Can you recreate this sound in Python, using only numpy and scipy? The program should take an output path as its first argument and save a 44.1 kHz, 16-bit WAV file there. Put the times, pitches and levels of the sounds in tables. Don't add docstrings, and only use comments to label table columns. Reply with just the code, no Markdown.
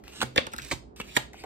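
import sys
import numpy as np
from scipy import signal
from scipy.io import wavfile
from scipy.ndimage import uniform_filter1d

SR = 44100
rng = np.random.default_rng(int(sys.argv[2]) if len(sys.argv) > 2 else 0)


def output_pcm(signal):
    pcm = np.clip(np.atleast_2d(signal).T, -1, 1) * 32767
    wavfile.write(sys.argv[1], SR, np.round(pcm).astype(np.int16))


def convert_level_to_amplitude(level_db):
    exponent = np.asarray(level_db, float) / 20
    return 10 ** exponent


N = 63945

# pitch_hz, level_db
RUMBLE_SPECTRUM = [(12, -43.5), (20, -5.5), (70, -26), (114, -18.5), (408, -15.5), (476, -25.5), (664, -23),
                   (754, -24.5), (9000, -83.5), (11700, -107), (19800, -120)]
# pitch_hz, likeness [-1 to 1]
RUMBLE_LIKENESS = [(60, 1), (250, 0.8), (700, -0.55)]
# start_s, end_s, start_db, end_db, last_gap_hz
STROKES = [(0, 0.053, -70, -85, 2650), (0.049, 0.224, -60, -50.5, 3370), (0.237, 0.355, -91, -61.5, 2740),
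           (0.43, 0.46, -58.5, -64.5, 2400), (0.517, 0.537, -55.5, -54, 2680),
           (0.554, 0.727, -57, -50.5, 3000), (0.715, 0.804, -42, -74, 2800), (0.961, 0.996, -57, -54, 2670),
           (1.039, 1.174, -58, -52.5, 3550), (1.15, 1.16, -55.5, -45.5, 3080),
           (1.331, 1.47, -59, -56.5, 3120)]
# pitch_hz, level_db
RUB_SPECTRUM = [(240, -65), (400, -3), (1200, -7.5), (2840, -1.5), (8370, -9.5), (10400, -24),
                (11300, -16.5), (14200, -7.5), (16000, -50.5)]
# pitch_hz, level_db
EDGE_SPECTRUM = [(1760, -3), (3000, -8), (4310, -5), (5840, -11.5), (6410, -9.5), (8040, -7.5),
                 (10200, -15), (12400, -12), (16400, -20)]
# start_s, level_db, flurry_ms
TICKS = [(.5635, -30, 1), (.582, -28, .8), (.6195, -31, .5), (.6485, -30, 1.2), (.038, -46, 3),
         (.9615, -44, 3), (.2185, -30, 1), (.2305, -22, 1.2), (.5345, -30, 3), (.7205, -27, 2),
         (.728, -30, 2), (.468, -30, 1), (1.1655, -16, .8), (1.0035, -32, 1.1), (1.4375, -42, 1.5),
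         (1.3325, -44, 2), (.3608, -26, 1)]
# pitch_hz, level_db
FLICK_SPECTRUM = [(1200, -16), (3000, 7), (6000, 6), (8500, 5.5), (10500, 9), (13000, -2.5), (16000, 9)]
# start_s, level_db, pocket_hz, edge_db, flurry_ms
CLACKS = [(0.0798, -43, 3140, -0.5, 0.99), (.0712, -46, 1490, -30, 1.1), (.0383, -52, 1480, -3.5, 3.7),
          (.2265, -26.5, 4660, -36, 1.6), (0.2293, -32.5, 2070, -14, 6), (0.2317, -53, 2960, 2, 1),
          (0.2385, -46, 4330, -20, 1.1), (.3905, -28.5, 2500, -14.5, 2.5), (0.405, -43, 2800, -20, 2),
          (0.5284, -52.5, 3060, 0, 3), (1.3426, -47.5, 1467, -18, 2), (0.2048, -28.5, 2500, -15, 7.3),
          (0.2141, -22.5, 1670, -24, 8.2), (0.216, -22, 3170, -6, 0.57), (.2222, -25, 2370, -4, 3),
          (0.3603, -22.5, 3670, -11, 0.6), (0.3726, -20, 3070, -32, 13.7), (0.3791, -7, 2350, -56, 1.7),
          (0.3778, -12.5, 3750, -35, 1.2), (0.4671, -31, 2860, -35, 3.2), (0.5855, -28, 1630, -12, 2.4),
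          (0.596, -36, 2370, -38, 3.9), (0.7126, -25.5, 2270, -11, 6.7), (0.7378, -41.5, 3010, -23.5, 2.2),
          (0.9997, -31.5, 1630, -13, 2.8), (1.0021, -29.5, 2790, -23, 3.9), (1.0128, -29.5, 2630, -18, 2.3),
          (1.1662, -12.5, 1900, -8, 1.05), (1.1704, -17.5, 2940, -3, 1.7), (1.1748, -33.5, 1630, -25, 5),
          (1.3333, -44, 1900, -6.5, 2.4), (0.3623, -25.5, 1840, -17, 7.5), (1.4373, -37, 1940, -23, 1.7)]
# start_s, end_s, first_hz, last_hz, level_db
SLITS = [(.09, 0.208, 2500, 3000, -88), (.15, 0.202, 3150, 4200, -58), (.105, 0.21, 8200, 8800, -61),
         (0.667, .735, 11800, 13500, -54), (1.078, 1.168, 2280, 3230, -55), (1.1, 1.165, 3320, 4260, -57.5),
         (1.345, 1.409, 1930, 4200, -59), (1.378, 1.441, 2300, 2370, -54.5),
         (1.392, 1.432, 4500, 4900, -55.5), (1.372, 1.425, 7900, 8400, -58.5),
         (1.39, 1.432, 12500, 13500, -73)]
# start_s, level_db, ring_hz
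THUDS = [(1.0005, -39.5, 500), (.3835, -33.5, 540), (1.3425, -46, 756), (.2, -42.5, 253),
         (.229, -31.5, 376), (.237, -34, 206), (.364, -34, 297), (0.381, -23, 288), (0.473, -41.5, 323),
         (0.546, -42.5, 260), (0.7287, -36, 283), (.734, -36, 117), (1.004, -40, 200), (1.17, -29, 315)]
# start_s, level_db, knock_hz, flurry_ms
KNOCKS = [(0.2172, -16.5, 1254, 0.67), (0.2265, -19, 775, 3.9), (.362, -22.5, 605, 2.1),
          (.380, -13, 1150, 1.2), (0.3824, -16.5, 532, 3.8), (.4695, -27.5, 855, 2.7),
          (0.5346, -27.5, 1250, 6.2), (.540, -35.5, 590, 0.7), (0.7157, -22, 744, 3.9),
          (.7222, -21.5, 880, 0.99), (0.7264, -25, 780, 0.86), (1.0011, -29.5, 938, 4.4),
          (1.168, -17, 820, 1.2), (1.175, -21, 766, 0.75), (1.4374, -29.5, 546, 9.8)]
# start_s, level_db
BUMPS = [
    (0.237, -34.5),
    (0.383, -49.5),
    (0.607, -48.5),
    (0.731, -39.5),
    (1.176, -41.5),
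]
# time_s, left_lag_samples, left_minus_right_db
HAND_PLACES = [
    (0.048, 3.34, 1.5),
    (0.219, 5.4, -3),
    (0.371, 22.55, -1),
    (0.551, 16, 0.5),
    (0.719, 2.46, -4),
    (1.001, 3.72, 0),
    (1.17, 24.5, -2),
    (1.4, 4.1, -0.5),
]
# pitch_hz, t60_s
ROOM_T60 = [(100, 0.56), (300, 0.3), (800, 0.24), (2000, 0.27), (5000, 0.3), (12000, 0.18)]
# pitch_hz, level_db
OVERALL_TONE = [(20, -14), (60, 0), (9600, 0), (9950, -16), (10900, -16), (11200, -2), (14400, -3),
                (14900, -13), (16300, -15), (16700, -80)]

LEAD_S = 0.006


def evened(x):
    return x / np.sqrt(np.mean(x ** 2) + 1e-20)


def peaked(x):
    return x / (abs(x).max() + 1e-12)


def read(points, hz):
    point_hz, value = np.transpose(points)
    return np.interp(np.log(hz + 1), np.log(point_hz + 1), value)


def add(mix, start_s, sound):
    part = mix[round(start_s * SR):][:len(sound)]
    part += sound[:len(part)]


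def resonate(x, hz, width_hz):
    turn = np.exp(2j * np.pi * np.cumsum(hz * np.ones(len(x))) / SR)
    decay = np.exp(-np.pi * width_hz / SR)
    smooth = signal.lfilter([1 - decay], [1, -decay], x / turn)
    return 2 * (turn * smooth).real


def colour(x, points):
    level_db = read(points, abs(np.fft.fftfreq(2048, 1 / SR)))
    log_gain = np.log(convert_level_to_amplitude(np.maximum(level_db, -90)))
    phase = -signal.hilbert(log_gain).imag
    taps = np.fft.ifft(np.exp(log_gain + 1j * phase)).real[:1024]
    return signal.oaconvolve(x, taps)[:len(x)]


def rumble():
    rumble_db, hum_db, hum_hz, hum_width_hz = -52, -54.5, 58.4, 10.03
    frames, hz = N // 256 + 5, np.fft.rfftfreq(1024, 1 / SR)
    a, b, c, d = rng.standard_normal((frames, 513, 4)).T
    likeness = np.clip(read(RUMBLE_LIKENESS, hz), -1, 1)[:, None]
    left = a + 1j * b
    right = likeness * left + np.sqrt(1 - likeness ** 2) * (c + 1j * d)
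    spectra = np.array([left, right]) * convert_level_to_amplitude(read(RUMBLE_SPECTRUM, hz)[:, None])
    noise = signal.istft(spectra, nperseg=1024, noverlap=768)[1][:, :N]
    hum = evened(resonate(resonate(rng.standard_normal(N), hum_hz, hum_width_hz), hum_hz, 30))
    both = convert_level_to_amplitude(rumble_db) * evened(noise) + convert_level_to_amplitude(hum_db) * hum * [[.7], [1.2]]
    return both * convert_level_to_amplitude([[-1.2], [1.2]])


def friction_grit():
    grit_per_s = 8100
    size = convert_level_to_amplitude(1.5 * np.minimum(rng.exponential(1, N), 3))
    catches = size * (rng.random(N) < grit_per_s / SR) * rng.choice([-1, 1], N)
    grit = evened(catches) + 0.14 * rng.standard_normal(N)
    unsteady_db = 1.79 * evened(uniform_filter1d(rng.standard_normal(N), 300))
    return grit * convert_level_to_amplitude(unsteady_db)


def slide():
    gap_rise, gap_q, whistle_share = 0.27, 6, 0.25
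    let_go_s, sheen_per_db = 0.0069, 0.18
    t, out = np.arange(N) / SR, np.zeros(N)
    grit = friction_grit()
    rub = evened(colour(grit, RUB_SPECTRUM))
    sheen = evened(resonate(colour(grit, EDGE_SPECTRUM), 7600, 3100))
    for start, end, from_db, to_db, last_gap_hz in STROKES:
        along = np.clip((t - start) / (end - start), 0, 1)
        gap_hz = last_gap_hz * (1 - gap_rise * (1 - along))
        pressure_db = from_db + (to_db - from_db) * along
        whistle = evened(resonate(resonate(grit, gap_hz, 2000 / gap_q), gap_hz, 890))
        held = (t >= start) * np.exp(-np.maximum(t - end, 0) / let_go_s)
        bright = sheen_per_db * np.maximum(pressure_db + 58, 0) * sheen
        out += convert_level_to_amplitude(pressure_db) * held * (rub + whistle_share * whistle + bright)
    return out


def flurry(ms, dense=0):
    snaps_per_s = 1700
    t, draw = np.arange(3000) / SR - LEAD_S, rng.random((3, 3000))
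    snaps = np.sign(draw[0] - .5) * (0.12 + draw[1]) * (draw[2] < snaps_per_s / SR)
    snaps[round(LEAD_S * SR) + np.array([0, 9])] = .45, -1
    snaps += dense * (draw[1] - .5)
    rush = np.exp(-t / (max(ms, .1) / 1000)) * np.minimum(0.35 + t / 0.001, 1)
    squeeze = .035 * (draw[0] - .5) * np.exp(t / .002)
    return np.where(t < 0, squeeze, snaps * rush)


def ticks():
    out = np.zeros(N)
    for start, db, ms in TICKS:
        flick = peaked(colour(flurry(ms, dense=1.1), FLICK_SPECTRUM))
        add(out, start - LEAD_S, convert_level_to_amplitude(db + 6) * flick)
    return out


def clacks():
    pocket_q, clack_db = 3.1, 1.5
    out = np.zeros(N)
    for start, db, hz, edge_db, ms in CLACKS:
        snaps = flurry(ms)
        pocket = peaked(resonate(resonate(snaps, hz, hz / pocket_q), hz, 1600))
        pocket += 0.25 * peaked(resonate(snaps, 3600, 1700))
        edge = convert_level_to_amplitude(edge_db + 14.5) * peaked(colour(snaps, EDGE_SPECTRUM))
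        add(out, start - LEAD_S, convert_level_to_amplitude(db + clack_db) * (pocket + edge))
    return out


def slits():
    slit_q = 9
    out = np.zeros(N)
    for start, end, from_hz, to_hz, db in SLITS:
        along = np.linspace(0, 1, round((end - start) * SR))
        hz = from_hz + (to_hz - from_hz) * along
        air = rng.standard_normal(len(along))
        band = resonate(resonate(air, hz, to_hz / slit_q), hz, 2 * to_hz / slit_q)
        swell = np.sin(np.pi * along ** 0.72) ** .6
        add(out, start, convert_level_to_amplitude(db) * swell * evened(band))
    return out


def thuds():
    deck_q, thud_db = 1.86, 8
    t, out = np.arange(12000) / SR, np.zeros(N)
    for start, db, hz in THUDS:
        damping = np.exp(-np.pi * hz / deck_q * t)
        deck = np.sin(2 * np.pi * hz * t) * damping * np.minimum(t / 0.0013, 1)
        add(out, start, convert_level_to_amplitude(db + thud_db) * peaked(deck))
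    return out


def knocks():
    knock_q = 2.77
    out = np.zeros(N)
    for start, db, hz, ms in KNOCKS:
        knock = resonate(resonate(flurry(ms), hz, hz / knock_q), hz, 2100)
        add(out, start - LEAD_S, convert_level_to_amplitude(db) * peaked(knock))
    return out


def bumps():
    table_hz, table_t60_s = 131, 0.24
    t, out = np.arange(12000) / SR, np.zeros(N)
    for start, db in BUMPS:
        ring = np.sin(2 * np.pi * table_hz * t) * (1 - np.exp(-t / 0.0016))
        add(out, start, convert_level_to_amplitude(db - 60 * t / table_t60_s) * ring)
    return out


def placed(x, lag, pan_db):
    echo_db, echo_hz = -8.5, 5000
    taps, at = np.zeros((2, 700)), rng.integers(15, 600, (2, 30))
    np.put_along_axis(taps, at, rng.choice([-1., 1.], at.shape) * np.exp(-at / 200), 1)
    taps = signal.lfilter(*signal.butter(2, echo_hz, fs=SR), taps + 0.07 * taps[::-1])
    taps *= convert_level_to_amplitude(echo_db) / np.linalg.norm(taps[0])
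    taps[:, 0] = 1
    taps[0] = np.roll(taps[0], round(lag))
    return signal.oaconvolve(x[None], taps * convert_level_to_amplitude([[pan_db / 2], [-pan_db / 2]]), axes=1)[:, :N]


def from_hands(x):
    move_s = 0.04
    t = np.arange(N)[:, None] / SR
    nearest = np.argmin(abs(t - np.transpose(HAND_PLACES)[0]), axis=1)
    out = np.zeros((2, N))
    for k, (_, lag, pan_db) in enumerate(HAND_PLACES):
        share = np.sqrt(abs(uniform_filter1d(1. * (nearest == k), round(move_s * SR))))
        out += placed(x * share, lag, pan_db)
    return out


def room(x):
    room_db = -11
    taps = np.zeros((2, 22000))
    at = np.arange(200, 21960, 20) + rng.integers(0, 20, (2, 1088))
    np.put_along_axis(taps, at, rng.choice([-1., 1.], at.shape), 1)
    hz, t, z = signal.stft(taps, SR, nperseg=256)
    fade = convert_level_to_amplitude(-60 * t / np.maximum(read(ROOM_T60, hz), .03)[:, None])
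    tail = signal.istft(z * fade, SR, nperseg=256)[1]
    tail *= convert_level_to_amplitude(room_db) / np.linalg.norm(tail[0])
    wet = signal.fftconvolve(x[None], tail, axes=1)[:, :N]
    side = (wet[0] - wet[1]) / 2
    bass = signal.sosfiltfilt(signal.butter(2, 450, fs=SR, output="sos"), side)
    return wet - .5 * np.array([bass, -bass])


def scene():
    background = rumble()
    cards = slide() + ticks() + clacks() + slits() + thuds() + knocks() + bumps()
    return from_hands(cards) + room(cards) + background


def thinned(x):
    drop_db, drop_hz = 21, 9500
    hz, t, z = signal.stft(x, SR, nperseg=512, noverlap=384)
    power = (abs(z) ** 2).mean(0)
    loud = power[hz > 1200].mean(0)
    smooth = uniform_filter1d(uniform_filter1d(power, 5, 0), 3, 1)
    weak = (smooth < loud * convert_level_to_amplitude(-2 * drop_db)) & (hz > drop_hz)[:, None]
    return signal.istft(z * ~weak, SR, nperseg=512, noverlap=384)[1][:, :N]


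def top_cut(x):
    return signal.sosfilt(signal.butter(12, 16500, fs=SR, output="sos"), x)


def record(dry):
    heard = np.array([colour(x, OVERALL_TONE) for x in dry])
    return top_cut(thinned(heard))


dry = scene()
out = record(dry)
output_pcm(out)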